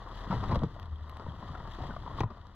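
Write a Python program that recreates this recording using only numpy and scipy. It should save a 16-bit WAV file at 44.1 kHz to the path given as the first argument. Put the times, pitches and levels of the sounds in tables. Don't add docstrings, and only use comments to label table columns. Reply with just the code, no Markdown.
import sys
import numpy as np
from scipy import signal
from scipy.fft import rfft, irfft
from scipy.io import wavfile

SR = 44100
rng = np.random.default_rng(int(sys.argv[2]) if len(sys.argv) > 2 else 0)


def file_out(sig):
    cols = np.atleast_2d(sig).T
    lim = np.clip(cols, -1, 1)
    pcm = np.round(lim * 32767).astype(np.int16)
    wavfile.write(sys.argv[1], SR, pcm)


N = 112454
T = np.arange(N) / SR

# t/s, level/dB
ENGINE_LEVEL = [(0, -47), (.25, -42), (.7, -49), (.9, -51.5), (1.3, -58), (1.7, -45), (2.1, -48.5),
                (2.3, -52.5), (2.55, -54)]
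RUMBLE_LEVEL = [(0, -54.5), (.26, -61), (.35, -35.5), (.41, -36.5), (.56, -31.5), (.66, -38.5), (.76, -50),
                (1.15, -53), (1.29, -41), (1.38, -48), (1.5, -45), (1.76, -55), (1.83, -38), (1.95, -46.5),
                (2.2, -41.5), (2.35, -55), (2.55, -55.5)]
CRUNCH_LEVEL = [(0, -50.5), (.2, -48), (.29, -48), (.34, -38.5), (.39, -49.5), (.46, -43), (.54, -52),
                (.6, -47.5), (.72, -57), (.83, -51), (.92, -59), (1.12, -53.5), (1.25, -52), (1.38, -53.5),
                (1.5, -50), (1.73, -50.5), (1.82, -47), (2, -51.5), (2.19, -47.5), (2.27, -55), (2.4, -57),
                (2.55, -61.5)]
RUSTLE_LEVEL = [(0, -59.5), (.08, -61.5), (.19, -55), (.28, -58), (.33, -52.5), (.39, -56), (.44, -54),
                (.55, -56), (.58, -61.5), (.72, -63), (.84, -67), (.9, -69), (1.1, -64.5), (1.3, -63.5),
                (1.38, -63), (1.47, -58.5), (1.62, -61.5), (1.85, -56), (2, -62), (2.14, -60.5),
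                (2.195, -49.5), (2.25, -77.5), (2.32, -67), (2.55, -69)]
# f/Hz, relative level/dB
RUMBLE_SPECTRUM = [(10, 0), (28, -15), (60, -0.5), (125, -0.5), (200, -11.5), (300, -17.5), (500, -30.5),
                   (1200, -58), (5000, -105)]
CRUNCH_SPECTRUM = [(30, -3.5), (130, -10), (250, -2.5), (450, -4.5), (720, -2), (840, -4.5), (950, 2.5),
                   (1200, 0.5), (1450, -7.5), (1600, -14), (1900, -9), (2250, -33), (3300, -48),
                   (5000, -59), (16000, -88)]
RUSTLE_SPECTRUM = [(200, -45), (1000, -0.5), (1900, 6), (2300, -9), (2650, -6.5), (3000, 3), (3500, 2.5),
                   (4100, -1), (4800, -3.5), (5500, -10.5), (6500, -13.5), (8000, -25), (10500, -34),
                   (12500, -25.5), (13500, -43), (16000, -28)]
CRACK_SPECTRUM = [(30, -35.5), (150, 4.5), (400, 2.5), (800, 1.5), (1000, 4), (1300, 0.5), (1600, -14),
                  (1950, -10), (2300, -26.5), (3400, -23), (5000, -25), (8000, -52), (12500, -60),
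                  (16000, -66)]
SNAP_SPECTRUM = [(200, -10.5), (1100, 20), (1900, 7.5), (2300, 0), (2700, 1.5), (3200, 14), (3900, 6),
                 (5000, 2), (7000, -9), (10000, -21.5), (12500, -19), (14000, -27), (16000, -45)]
# frequency ratio, relative level/dB
ENGINE_PARTIALS = [(1, 5.5), (1.5, -1.5), (2, -4.5), (2.5, -6), (3, -5), (3.5, -30), (5, -8.5)]
POP_MODES = [(0.559, -12.5), (.87, -9), (1, 1), (1.23, -12)]
# t/s, f/Hz, level/dB
DRONE_TRACK = [(.74, 88, -65), (.83, 88.3, -45.5), (.92, 75.9, -43.5), (1.02, 77.2, -43), (1.1, 76.4, -46),
               (1.22, 77.8, -56)]
# t/s, level/dB, ring f/Hz, decay/s
TYRE_THUMPS = [(0.275, -26.5, 189, 0.0039), (.302, -19.5, 166, 0.0071), (.323, -19.5, 173, 0.0065),
               (0.339, -21, 109, 0.0085), (.43, -40, 109, .012), (0.503, -23.5, 111, 0.012),
               (0.523, -26, 229, 0.017), (.532, -21, 112, 0.012), (0.566, -17.5, 160, 0.0062),
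               (0.575, -17.5, 61, 0.0053), (0.627, -13.5, 142, 0.0033), (0.636, -14.5, 175, .007),
               (.637, -23.5, 318, 0.0062), (0.662, -32, 147, 0.013), (1.283, -29.5, 142, 0.01),
               (1.428, -39.5, 199, 0.011), (1.502, -35, 143, 0.016), (1.677, -34.5, 174, 0.005),
               (1.802, -35.5, 293, 0.0051), (1.836, -32.5, 110.5, 0.013), (1.89, -35, 229, 0.013),
               (2.212, -16, 111, 0.0073), (2.24, -18, 108.5, 0.0095), (2.258, -27, 103.5, 0.01)]
WOOD_CRACKS = [(0.239, -44, 1120, 0.014), (.309, -29, 1290, 0.012), (.326, -28.5, 920, 0.01),
               (.335, -37.5, 770, 0.03), (0.426, -39, 720, 0.022), (0.438, -32, 930, 0.0066),
               (.492, -34.5, 1060, 0.036), (.513, -28.5, 930, 0.0098), (0.524, -32, 1050, 0.016),
               (0.538, -36, 1100, 0.0085), (0.549, -29.5, 1170, 0.005), (.557, -26.5, 520, 0.0061),
               (.634, -30, 305, 0.0045), (1.083, -51.5, 480, 0.0038), (1.197, -36.5, 1010, 0.004),
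               (1.426, -44, 1030, 0.018), (1.601, -39.5, 1140, 0.0077), (1.676, -47, 950, 0.0028),
               (1.786, -36, 920, 0.0046), (1.804, -39, 290, 0.0099), (1.835, -38.5, 326, 0.0057),
               (1.896, -41.5, 270, 0.0084), (2.206, -22, 713, 0.0058), (2.234, -27.5, 980, 0.0044),
               (2.244, -40, 804, 0.0023), (2.303, -42.5, 1090, 0.017)]
TWIG_POPS = [(.314, -34, 1470, 0.0035), (0.403, -32, 1200, 0.0037), (0.491, -46, 1090, 0.0021),
             (.518, -26.5, 987, 0.0045), (.557, -28.5, 502, 0.01), (.618, -30, 620, 0.0047),
             (.637, -27, 462, 0.0077), (.762, -40.5, 643, 0.0045), (1.169, -39, 780, 0.0039),
             (1.206, -34, 1290, 0.0025), (1.263, -37, 910, 0.0027), (1.266, -34.5, 523, 0.0027),
             (1.428, -45, 1074, 0.0027), (1.49, -35.5, 1150, 0.0035), (1.551, -31, 1350, 0.0041),
             (1.572, -41.5, 735, 0.0056), (1.804, -46.5, 720, 0.0093), (1.838, -38, 905, 0.0031),
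             (1.905, -36, 1490, 0.0083), (1.965, -27, 1162, 0.0034), (2.037, -40, 960, 0.0034),
             (2.063, -28, 990, 0.0039), (2.077, -30.5, 943, 0.0024), (2.105, -38.5, 1060, 0.0045),
             (2.184, -30.5, 1117, 0.0058), (2.206, -19.5, 2480, 0.00097)]
# t/s, level/dB, ring f/Hz
STICK_SNAPS = [(0.5445, -45, 9600), (0.548, -36.5, 3400), (0.5568, -35, 3940), (.592, -45, 4040),
               (.636, -40, 2200), (.798, -41.5, 12000), (0.829, -48, 3720), (.857, -45, 3800),
               (0.958, -49.5, 3380), (1.096, -40.5, 11700), (1.17, -43.5, 8550), (1.295, -48.5, 3220),
               (1.675, -45, 3080), (1.736, -45, 3540), (2.023, -49.5, 12300), (2.195, -40, 3430),
               (2.204, -34.5, 6400), (2.235, -57, 6040), (2.469, -54, 6040)]
# f/Hz, left minus right level/dB, left lead/rad, coherence
MIC_PORTS = [(30, 2.6, 0, 1), (200, 2.4, -.08, .995), (520, 3.8, -.35, .98), (900, 5.8, -.1, .985),
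             (1200, 5, 0, .98), (1550, 1, -.45, .96), (1900, 3.3, -.6, .93), (2300, 8, -1.3, .6),
             (2950, 8, -1.3, .88), (3400, 8.5, -.75, .88), (3950, 0, -.3, .75), (4350, -3, -3.1, .5),
             (4850, 0, -2.9, .78), (6500, 2, -1.8, .45), (8000, 12, -2, .35), (12400, 18, 0, .5)]

ENGINE_HZ, ENGINE_WANDER = 39.14, 0.0187
THUMP_RISE_S, POP_RISE_S, SNAP_DECAY_S = 0.0013, 0.0014, 0.0014
CRACK_RING_DB, SNAP_RING_DB, RING_WIDTH_OCT = 5, 9.5, 0.16
POP_SPLINTER_DB, SCATTER_DB, SCATTER_S = -8.5, -12.5, 0.025
OVERLOAD_FS, OVERLOAD_KNEE = 0.093, 5
ROLLOFF_HZ, EDGE_HZ = 13800, 15700


def amp(db):
    return 10 ** (np.asarray(db) / 20)


def unit(x):
    return x / np.sqrt(np.mean(x ** 2) + 1e-20)


def curve(rows, column=1):
    cols = np.transpose(rows)
    return np.interp(T, cols[0], cols[column])


def spectrum(rows, hz, column=1):
    cols = np.transpose(rows)
    return np.interp(np.log(hz + 1), np.log(cols[0] + 1), cols[column])


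def add(mix, start_s, sound):
    part = mix[round(start_s * SR):][:len(sound)]
    part += sound[:len(part)]


def response(shape, ring_hz=1000, ring_db=0):
    hz = abs(np.fft.fftfreq(2048, 1 / SR))
    offset_oct = np.log2((hz + 1) / ring_hz)
    db = spectrum(shape, hz) + ring_db * np.exp(-(offset_oct / RING_WIDTH_OCT) ** 2)
    log_response = np.conj(signal.hilbert(np.log(amp(db))))
    impulse = np.fft.ifft(np.exp(log_response)).real
    return impulse / np.linalg.norm(impulse)


def layer(x, shape, level):
    return unit(signal.fftconvolve(x, response(shape))[:N]) * amp(curve(level))


def drift(rate_hz):
    lowpass = np.exp(-(np.fft.rfftfreq(N, 1 / SR) / rate_hz) ** 2)
    return unit(irfft(rfft(rng.standard_normal(N)) * lowpass, N))


def scatter(x, decay_s):
    t = T[:SR // 4]
    tail = rng.standard_normal(len(t)) * np.exp(-t / decay_s)
    return signal.fftconvolve(x, tail / np.linalg.norm(tail))[:N]


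def engine():
    cycles = np.cumsum(ENGINE_HZ * (1 + ENGINE_WANDER * drift(9.05))) / SR
    hum = sum(amp(db + 1.3 * drift(8.3)) * np.sin(2 * np.pi * (ratio * cycles + rng.random()))
              for ratio, db in ENGINE_PARTIALS)
    return unit(hum) * amp(curve(ENGINE_LEVEL))


def drone():
    tone = np.sin(2 * np.pi * np.cumsum(curve(DRONE_TRACK)) / SR)
    flutter_db = 4.2 * drift(18)
    return unit(tone * amp(flutter_db)) * amp(curve(DRONE_TRACK, column=2))


def leaf_grains(per_s, spread_db, clump_db, clump_hz):
    size_db = spread_db * np.minimum(rng.exponential(1, N), 5) + clump_db * drift(clump_hz)
    return amp(size_db) * rng.choice([-1, 1], N) * (rng.random(N) < per_s / SR)


def tyres():
    rumble = layer(rng.standard_normal(N), RUMBLE_SPECTRUM, RUMBLE_LEVEL)
    litter = leaf_grains(per_s=1800, spread_db=2.5, clump_db=1.5, clump_hz=50)
    crunch = layer(litter, CRUNCH_SPECTRUM, CRUNCH_LEVEL)
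    leaves = leaf_grains(per_s=5400, spread_db=3, clump_db=1.36, clump_hz=60)
    rustle = layer(leaves, RUSTLE_SPECTRUM, RUSTLE_LEVEL)
    return rumble + crunch + rustle


def thumps():
    out, t = np.zeros(N), T[:SR // 4]
    for start_s, db, hz, decay_s in TYRE_THUMPS:
        envelope = (1 - np.exp(-t / THUMP_RISE_S)) * np.exp(-t / decay_s)
        add(out, start_s, amp(db) * envelope * np.sin(2 * np.pi * hz * t))
    return out


def fracture(decay_s, ring):
    t = T[:4096]
    splinters = rng.standard_normal(len(t)) * np.exp(-t / decay_s)
    splinters[0] = 3.1
    sound = signal.fftconvolve(splinters, ring)
    return sound / np.linalg.norm(sound) * np.sqrt(decay_s * SR / 2)


def cracks():
    out = np.zeros(N)
    for start_s, db, hz, decay_s in WOOD_CRACKS:
        add(out, start_s, amp(db) * fracture(decay_s, response(CRACK_SPECTRUM, hz, CRACK_RING_DB)))
    return out


def pops():
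    out, t = np.zeros(N), T[:SR // 8]
    for start_s, db, hz, decay_s in TWIG_POPS:
        modes = sum(amp(mode_db) * np.sin(2 * np.pi * hz * ratio * t) for ratio, mode_db in POP_MODES)
        envelope = (1 - np.exp(-t / POP_RISE_S)) * np.exp(-t / decay_s)
        add(out, start_s, amp(db) * modes * envelope)
        splinters = fracture(decay_s, response(CRACK_SPECTRUM, hz, CRACK_RING_DB))
        add(out, start_s, amp(db + POP_SPLINTER_DB) * splinters)
    return out


def snaps():
    out = np.zeros(N)
    for start_s, db, hz in STICK_SNAPS:
        add(out, start_s, amp(db) * fracture(SNAP_DECAY_S, response(SNAP_SPECTRUM, hz, SNAP_RING_DB)))
    return out


def scene():
    breaks = cracks() + pops() + snaps()
    near = engine() + drone() + tyres() + thumps() + breaks
    near += amp(SCATTER_DB) * scatter(breaks, SCATTER_S)
    aside = tyres() + scatter(breaks, decay_s=0.00067)
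    hz = np.fft.rfftfreq(N, 1 / SR)
    balance_db, lead_rad, coherence = (spectrum(MIC_PORTS, hz, column) for column in (1, 2, 3))
    left = rfft(near) * amp(balance_db / 2)
    blend = coherence * rfft(near) + np.sqrt(1 - coherence ** 2) * rfft(aside)
    right = blend * amp(-balance_db / 2) * np.exp(-1j * lead_rad)
    return irfft([left, right], N)


def record(dry):
    limited = dry / (1 + abs(dry / OVERLOAD_FS) ** OVERLOAD_KNEE) ** (1 / OVERLOAD_KNEE)
    dulled = signal.sosfilt(signal.butter(6, ROLLOFF_HZ, fs=SR, output="sos"), limited)
    band_limit = signal.firwin(511, EDGE_HZ, window=("kaiser", 9), fs=SR)
    return signal.oaconvolve(dulled, band_limit[None], "same")


dry = scene()
out = record(dry)
file_out(out)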